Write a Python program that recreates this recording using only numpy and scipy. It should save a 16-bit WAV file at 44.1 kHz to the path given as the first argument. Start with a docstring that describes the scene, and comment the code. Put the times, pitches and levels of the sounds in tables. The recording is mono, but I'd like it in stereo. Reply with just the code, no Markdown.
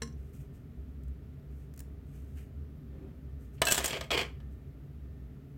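"""A comb and metal hair clips clatter on a table after hair is parted close by, in a small bedroom.
First a springy clip snaps shut, hair rustles as it is rubbed, and comb teeth tick through the strands.
A sleeve brushes past; the dropped comb sets the table ringing, clips knock and slide under the fingers,
and one scrapes over the table top. A low hum, rumbling ventilation and a faint hiss go on throughout."""
import sys
import numpy as np
from scipy import signal
from scipy.fft import rfft, irfft
from scipy.io import wavfile

SR = 44100
rng = np.random.default_rng(int(sys.argv[2]) if len(sys.argv) > 2 else 0)


def int16_out(signal):
    """Quantize to a 16-bit WAV file."""
    q = np.round(np.clip(np.atleast_2d(signal).T, -1, 1) * 32767)
    wavfile.write(sys.argv[1], SR, q.astype(np.int16))


N = 245762
T = np.arange(N) / SR


def from_db(db):
    """Turn decibels into a number to multiply a sound by."""
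    return 10 ** (np.asarray(db) / 20)


def rms_one(x):
    """Scale a signal so that its average size (rms) is 1."""
    return x / np.sqrt(np.mean(x ** 2) + 1e-20)


def at_hz(points, hz):
    """Read between the rows of a table, giving each octave equal room."""
    known_hz, values = np.transpose(points)
    return np.interp(np.log(hz + 1), np.log(known_hz), values)


def colour(x, spectrum, resonances=()):
    """Shape the tone with a curve and resonant peaks; white noise keeps its level."""
    size = 2 ** 18
    hz = np.arange(size // 2 + 1) * SR / size
    peaks_db = sum(lift / (1 + (2 * (hz - centre) / width) ** 2) for centre, width, lift in resonances)
    gain = rms_one(from_db(at_hz(spectrum, hz) + peaks_db))
    # minimum phase: the filter rings after a hit, never before it
    cepstrum = irfft(np.log(gain))
    cepstrum[1:size // 2] *= 2
    cepstrum[size // 2 + 1:] = 0
    return irfft(rfft(x, size) * np.exp(rfft(cepstrum)))[..., :N]


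def band(x, low_hz, high_hz):
    """Gently keep what lies between two frequencies."""
    edges = [low_hz, min(high_hz, .45 * SR)]
    return signal.sosfilt(signal.butter(2, edges, "band", fs=SR, output="sos"), x)


def stereo_noise(alike, size=N):
    """White noise whose left and right sides are partly alike."""
    mid, side = rng.standard_normal((2, size))
    alike = np.clip(alike, -.99, .99)
    return np.sqrt((1 + alike) / 2) * mid + np.sqrt((1 - alike) / 2) * side * np.array([[1], [-1]])


def drift(rate):
    """A random wobble that changes about rate times a second."""
    return rms_one(signal.sosfilt(signal.butter(2, rate, fs=SR, output="sos"), rng.standard_normal(N)))


def pan(left_db):
    """Gains that make the left side left_db louder than the right."""
    return from_db(np.array([[left_db], [-left_db]]) / 2)


def shade(x, left_db, corner_hz=700):
    """The microphone's body shades the treble on one side; the bass bends round it."""
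    bass = signal.sosfilt(signal.butter(1, corner_hz, fs=SR, output="sos"), x)
    return bass + (x - bass) * pan(left_db)


def add(out, time, sound):
    """Mix a short sound in at a time in seconds."""
    start = max(int(time * SR), 0)
    out[:, start:start + sound.shape[-1]] += sound[:, :N - start]


def crack(low_hz, high_hz, fade, alike, rise=0.00057):
    """One hit: many vibrations blur into a burst of noise that falls 60 dB in fade seconds."""
    t = T[:SR // 6]
    envelope = (1 - np.exp(-t / rise)) * from_db(-60 * t / fade)
    burst = band(stereo_noise(alike, size=len(t)), low_hz, high_hz) * envelope
    return burst * np.sqrt(np.sum(envelope ** 2) / np.sum(burst ** 2, axis=1, keepdims=True))


def ring(tones, detune=0):
    """A struck object's tones each fall 60 dB in their fade time; the grip can detune them a little."""
    t = T[:SR // 2]
    out = np.zeros((2, len(t)))
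    for hz, db, fade in tones:
        pitch = hz * rng.normal(1, detune)
        phase_per_side = rng.normal(0, min(hz / 3000, 1), (2, 1))
        out += from_db(db - 60 * t / fade) * np.sin(2 * np.pi * pitch * t + phase_per_side)
    return out


def friction(per_s, spread_db, smooth, alike):
    """Rubbing: tiny uneven slips, each half a millisecond long, over a smooth hiss."""
    slipping = rng.random(N) < per_s / SR
    slips = slipping * from_db(spread_db * np.clip(rng.standard_normal(N), -2, 2))
    power = signal.lfilter([1], [1, -np.exp(-2000 / SR)], slips ** 2 + 1e-18)
    return rms_one(stereo_noise(alike) * np.sqrt(power / power.mean() + smooth))


def stroke(start, length, db, attack, release):
    """Loudness of one hand movement: it eases in, holds, then falls 60 dB in release seconds."""
    t = T - start
    ease_in = np.sin(np.pi / 2 * np.clip(t / attack, 0, 1)) ** 2
    return ease_in * from_db(db - 60 * np.clip((t - length) / release, 0, 2))


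# tone of the room's boom, the ventilation and the hiss: (frequency [Hz], level [dB])
BOOM_COLOUR = [(15, -31), (30, -20), (40, -13), (46, 0), (54, -0.5), (63, 0), (71, 7), (82, -5), (95, 3),
               (110, -3), (135, -27.5), (300, -66.5)]
VENT_COLOUR = [(50, -25), (85, -1), (97, -16.5), (141, 1.5), (155, -4.5), (172, -12.5), (211, -12.5),
               (268, -10.5), (311, -20), (361, -22), (391, -18), (442, -20.5), (471, -28), (492, -28),
               (700, -41), (910, -53.5), (1540, -120)]
AIR_COLOUR = [(300, -13), (630, 6.5), (800, -1.5), (1000, -5), (1330, -1), (1600, -5.5), (2000, -6),
              (3200, -12), (5000, -18), (7000, -20.5), (9500, -23), (11000, -20), (13000, -16.5),
              (15800, -19)]
def room_tone(boom_db=-53, vent_db=-48.5, air_db=-66):
    """A deep boom, ventilation that makes the room resonate, and faint hiss with two thin whines."""
    # (frequency [Hz], width [Hz], boost [dB])
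    room_peaks = [(142, 8.5, 0.85), (216, 14, 2.5), (278, 28, 2.2), (392.7, 12, 4.8), (430, 8.1, 4)]
    whines = [(1210, 7.7, 6), (1800, 8.4, 13)]
    boom = colour(stereo_noise(1.0), BOOM_COLOUR)
    vent = colour(stereo_noise(0.94), VENT_COLOUR, room_peaks)
    air = colour(stereo_noise(0.035), AIR_COLOUR, whines)
    return from_db(boom_db) * boom + from_db(vent_db) * vent + from_db(air_db) * air


# how loud the room's hum is: (time [s], level [dB])
HUM_LEVELS = [(0.0, -48), (0.2, -36), (0.29, -51), (0.46, -39), (0.71, -65), (0.79, -41.5), (1.02, -46),
              (1.12, -32), (1.19, -54), (1.39, -45.5), (2.71, -41.5), (2.76, -49.5), (4.0, -39.5),
              (4.05, -57), (4.13, -44), (5.35, -44.5), (5.4, -63.5), (5.57, -46.5)]
def hum(pitch_hz=66.67, wander_hz=4, flutter=.35):
    """A low hum swells and sinks, fluttering and wandering in pitch."""
    times, db = np.transpose(HUM_LEVELS)
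    swell = from_db(np.interp(T, times, db)) * (1 + flutter * drift(rate=6))
    pitch = pitch_hz + wander_hz * drift(rate=7)
    return swell * np.sin(2 * np.pi * np.cumsum(pitch) / SR)


# when the closing hair clip hits and bounces: (time [s])
SNAP_TIMES = [0.0196, 0.0207, 0.031, 0.075, 0.126]
# ringing of its body and its spring: (frequency [Hz], level [dB], fade time [s])
CLIP_TONES = [(229.4, 0.5, 0.59), (454, 4.5, 0.14), (1066, -0.5, 0.091), (1713, 3, 0.06), (4170, -5, 0.066),
              (7560, -21, 0.078), (9350, -11, 0.13)]
SPRING_TONES = [(5450, 0.5, 0.045), (5830, -2, .06), (6020, -2, .07)]
# pitches its body strengthens: (frequency [Hz], width [Hz], boost [dB])
CLIP_PEAKS = [(1034, 180, 5.5), (1880, 440, 5.5), (2830, 180, 11.5), (3980, 230, 9), (5480, 520, 13),
              (7460, 760, 11), (9100, 620, 3)]
def clip_snap(clack_db=-31.5, spring_db=-43, body_db=-42, clack_loss_db_per_s=382,
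              spring_loss_db_per_s=202):
    """A hair clip snaps shut in ever weaker bounces; its body rings and its spring pings."""
    clacks, rings = np.zeros((2, 2, N))
    for time in SNAP_TIMES:
        since = time - SNAP_TIMES[0]
        clack = crack(380, 14000, fade=0.024, alike=0.099)
        ping = ring(SPRING_TONES, detune=.006)
        add(clacks, time, from_db(clack_db - clack_loss_db_per_s * since) * clack)
        add(rings, time, from_db(spring_db - spring_loss_db_per_s * since) * ping)
    add(rings, SNAP_TIMES[0], from_db(body_db) * ring(CLIP_TONES))
    tone = [(400, 0), (1800, 4), (3000, -3), (5600, -3.5), (9500, -2), (11500, -15), (15000, -10)]
    return (colour(clacks, tone, CLIP_PEAKS) + rings) * pan(-0.87)


# strokes through the hair: (start [s], length [s], level [dB], rasp compared with hiss [dB])
HAIR_STROKES = [(0.157, 0.14, -75, -20), (0.319, 0.027, -60.5, -23), (0.379, 0.022, -65, -7),
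                (0.517, .045, -70, -20), (1.49, 0.15, -75, -18), (2.045, 0.32, -74.5, -20),
                (2.114, 0.048, -70, -1), (2.345, 0.066, -63.5, -1.5), (3.38, 0.07, -70.5, -19),
                (3.513, 0.033, -66.5, -21), (4.495, .03, -73.5, -20.5)]
# tone of the strands' hiss and the scalp's rasp: (frequency [Hz], level [dB])
STRAND_COLOUR = [(700, -22), (1500, -4.5), (2700, 1.5), (4000, -10.5), (6000, -2.5), (8300, -1),
                 (10000, -4.5), (13000, 0), (15800, -5.5)]
SCALP_COLOUR = [(500, -29), (1200, -12), (1600, 1.5), (2000, -2.5), (2500, -0.5), (3000, -3.5), (3600, -15),
                (6000, -21.5), (15800, -34.5)]
def hair_rustle(level_db=-1):
    """Strands hiss under comb and fingers; pressed down, the teeth rasp lower on the scalp."""
    strand_rub = friction(per_s=1000, spread_db=2, smooth=.5, alike=.25)
    hiss = colour(strand_rub, STRAND_COLOUR, resonances=[(6770, 250, 2.1), (8400, 400, 4.3)])
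    rasp = colour(friction(per_s=640, spread_db=2, smooth=.3, alike=0.32), SCALP_COLOUR)
    return sum(stroke(start, length, db + level_db, attack=.036, release=.22)
               * (hiss + from_db(rasp_db) * rasp) for start, length, db, rasp_db in HAIR_STROKES)


# ticks of the comb's teeth: (time [s], level [dB])
TOOTH_TICKS = [(1.035, -48), (1.0816, -50.5), (1.7381, -41), (1.7613, -45), (1.776, -34.5), (1.792, -31),
               (1.803, -29)]
def comb_teeth(level_db=1):
    """Comb teeth tick as they flick through strands."""
    out = np.zeros((2, N))
    for time, db in TOOTH_TICKS:
        add(out, time, from_db(db + level_db) * crack(1250, 21000, fade=0.012, alike=0.29, rise=0.0024))
    return colour(out, [(1000, 5), (3500, -5), (5500, -0.5), (8000, 5), (10500, -1), (15000, 2.5)])


# the arm coming down: (start [s], length [s], level [dB])
ARM_MOVES = [(2.779, .28, -54)]
# tone of soft cloth: (frequency [Hz], level [dB])
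CLOTH_COLOUR = [(100, -22), (230, 1), (310, -0.5), (450, -5), (700, -18), (1200, -26), (2800, -32),
                (6000, -49), (16000, -54.5)]
def sleeve():
    """A sleeve brushes past with a soft, low swish."""
    movement = sum(stroke(*row, attack=.25, release=0.66) for row in ARM_MOVES)
    return movement * colour(stereo_noise(0.54), CLOTH_COLOUR)


# pulls on a hair clip: (start [s], length [s], level [dB])
PULLS = [(3.572, .01, -59.5), (3.801, 0.13, -40), (3.915, 0.051, -35.5), (4.012, 0.027, -46),
         (4.102, 0.045, -26), (4.165, 0.031, -25), (4.2, 0.019, -31)]
# tone of metal scraping the table: (frequency [Hz], level [dB])
SCRAPE_COLOUR = [(100, -22.5), (250, -10), (420, 0.5), (600, -4.5), (780, -8), (1150, -4.5), (1450, -9.5),
                 (2200, 0.5), (3200, -6.5), (3750, -17), (4600, -11.5), (6500, -20), (8000, -20),
                 (9000, -27.5), (15500, -30.5)]
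# pitches that stand out in the scrape: (frequency [Hz], width [Hz], boost [dB])
SCRAPE_PEAKS = [(409, 40, 4.5), (490, 50, 5), (2158, 60, 4), (2345, 60, 4.5), (2481, 60, 6),
                (3070, 90, 5.5), (3270, 120, 11), (4270, 120, 4)]
def clip_drag():
    """A hair clip catches and slips as it is dragged over the table top."""
    pulls = np.max([stroke(*row, attack=.013, release=0.11) for row in PULLS], axis=0)
    scrape = pulls * friction(per_s=364, spread_db=0.5, smooth=0.58, alike=0.59)
    return shade(colour(scrape, SCRAPE_COLOUR, SCRAPE_PEAKS), left_db=-6)


# ringing of the table top and the comb: (frequency [Hz], level [dB], fade time [s])
TABLE_TONES = [(632, 0.5, 0.17), (740, -4.5, .12), (985, -2.5, 0.079), (1260, -4, 0.14), (1800, -1, .07)]
COMB_TONES = [(1602, -1, .18), (1700, -2, 0.081), (2650, -2.5, 0.3), (2920, -7.5, .05), (4100, -4, 0.13),
              (4350, -11, .05)]
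def comb_drop(landing_s=3.6166, tip_over_s=3.669, table_db=-30, comb_db=-28.5):
    """The comb lands and sets the table top ringing, then tips over and rings briefly itself."""
    out = np.zeros((2, N))
    add(out, landing_s, from_db(table_db) * ring(TABLE_TONES) * pan(-7))
    add(out, tip_over_s, from_db(comb_db) * ring(COMB_TONES) * pan(-13.5))
    return out


# comb and clips knocking: (time [s], level [dB], hardness [dB], left minus right [dB])
# hardness above 0 is metal on metal, below 0 a dull blow on the table
KNOCKS = [(3.6166, -23, -3, -2.5), (3.6518, -41, 10, -5.5), (3.6693, -31.5, 1, -12.5),
          (3.6826, -30.5, 1, -8.5), (3.7035, -44.5, 10, -6), (3.7106, -28.5, 4, -7.5),
          (3.7205, -26, 5, -10.5), (3.7266, -33.5, 3, 3), (3.7434, -31, 2, -7.5), (3.7509, -41, 7, -5),
          (3.7685, -51, 9, -5.5), (3.7773, -27, 0, -2.5), (3.7847, -37.5, -0.5, -6),
          (3.8013, -43, -7.5, -2), (3.8417, -32.5, 0.5, -12), (3.8471, -41, 11, -4.5),
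          (3.8574, -36.5, 7, -14.5), (3.8783, -35, 2, -3), (3.9055, -40.5, -3.5, -10),
          (3.929, -43, -11.5, -4), (3.9695, -49.5, -10, -5), (4.0086, -42, -6, -10.5),
          (4.038, -54, -1.5, -4), (4.104, -45, -10, -14), (4.113, -35.5, -4.5, 3.5),
          (4.1763, -41, -3.5, -3.5), (4.191, -44, -9.5, -2), (4.4002, -70, -9.5, -5)]
# ringing of a hair clip's thin prongs: (frequency [Hz], level [dB], fade time [s])
PRONG_TONES = [(5730, -4, .025), (6283, -2, .025), (7100, -6, 0.038), (7700, 5, 0.039), (8250, -0.5, .035),
               (8860, 0.5, 0.016), (10100, -10, .02)]
# pitches the table and the things on it strengthen: (frequency [Hz], width [Hz], boost [dB])
TABLE_PEAKS = [(422, 42, 2.5), (638, 70, 8.5), (706, 160, 5.5), (960, 220, 2.5), (1234, 53, 10.5),
               (1710, 220, 5), (2500, 190, 0.5), (2970, 120, 9), (3350, 220, 8.5), (8140, 1100, -0.5)]
def clatter(thud_db=1, knock_db=2, click_db=4, tick_db=5, ring_db=1, lag_s=0.0011):
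    """Dull blows thud in the table and knock in the comb; hard ones click and ring in the thin metal."""
    out = np.zeros((2, N))
    for time, db, hardness, left_db in KNOCKS:
        thud = from_db(thud_db - hardness) * crack(210, 1400, fade=0.046, alike=0.93)
        knock = from_db(knock_db - 0.99 * hardness) * crack(1380, 5500, fade=0.041, alike=0.31)
        click = from_db(click_db + hardness) * crack(4400, 15000, fade=0.032, alike=0.21)
        tick = from_db(tick_db + 1.2 * hardness) * crack(1500, 16000, fade=0.0032, alike=.4, rise=.0002)
        ping = from_db(ring_db + 1.1 * hardness) * ring(PRONG_TONES, detune=0.038)
        hit = thud * pan(left_db / 2) + (knock + click + tick) * pan(left_db)
        add(out, time + lag_s, from_db(db) * hit)
        add(out, time + lag_s, from_db(db) * ping * pan(left_db))
    tone = [(100, 14.5), (300, 0), (1000, -1.5), (2000, 4), (4500, -0.5), (6000, -1),
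            (10500, -2.5), (15000, 0.5)]
    return colour(out, tone, TABLE_PEAKS)


# fingers pushing into the heap of clips: (start [s], length [s], level [dB])
PUSHES = [(3.62, .145, -34), (3.775, 0.072, -34)]
# tone of metal sliding on metal: (frequency [Hz], level [dB])
METAL_RUB_COLOUR = [(100, -20), (250, -5.5), (450, 6), (900, -6.5), (1500, 7), (2200, -2), (3100, 0.5),
                    (4200, -7), (6000, -1), (8000, -7), (10500, -7), (15500, -13)]
def clip_jostle():
    """Hair clips rub over each other under the fingers."""
    pushes = np.max([stroke(*row, attack=0.12, release=.33) for row in PUSHES], axis=0)
    rub = pushes * friction(per_s=260, spread_db=1.5, smooth=.12, alike=0.78)
    return shade(colour(rub, METAL_RUB_COLOUR), left_db=-5.5)


def from_right(x, lag_s=.00027, corner_hz=430):
    """Sound from the table reaches the left side a little later; the bass fills both sides alike."""
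    bass = signal.sosfiltfilt(signal.butter(2, corner_hz, fs=SR, output="sos"), x)
    left, right = x - bass
    return np.array([np.roll(left, int(lag_s * SR)), right]) + bass.mean(axis=0)


# how long the room's echo takes to fall 60 dB: (frequency [Hz], fade time [s])
ECHO_FADES = [(200, 0.25), (1000, 0.27), (3000, 0.29), (8000, 0.18), (16000, 0.27)]
def bedroom_echo(x, level_db=-11, first_echo_s=0.0031, build_up_s=0.0037):
    """Many reflections from the walls blur into one short tail."""
    t = T[:SR * 3 // 4]
    edges = np.geomspace(100, 17000, 9)
    tail = np.zeros((2, len(t)))
    for low, high in zip(edges, edges[1:]):
        fade = at_hz(ECHO_FADES, np.sqrt(low * high))
        noise = stereo_noise(alike=np.exp(-low / 700), size=len(t))
        tail += band(noise, low, high) * from_db(-60 * t / fade)
    tail *= np.clip((t - first_echo_s) / build_up_s, 0, 1)
    tail /= np.sqrt(np.sum(tail ** 2) / 2)
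    echo = signal.fftconvolve(x.mean(axis=0, keepdims=True), tail, axes=1)[:, :N]
    return from_db(level_db) * colour(echo, [(200, 4), (1000, 3), (3000, 0), (8000, 3.5), (16000, -1)])


def scene():
    """Mix the sounds on the table and at the head with their echo and the room's own sound."""
    on_table = clatter() + comb_drop() + clip_jostle() + clip_drag()
    at_head = clip_snap() + comb_teeth() + hair_rustle() + sleeve()
    return from_right(on_table) + at_head + bedroom_echo(on_table + at_head) + hum() + room_tone()


def record(dry, cutoff_hz=15900):
    """Cut away the very highest treble steeply."""
    return signal.sosfilt(signal.ellip(10, .2, 80, cutoff_hz, fs=SR, output="sos"), dry)


dry = scene()
out = record(dry)
int16_out(out)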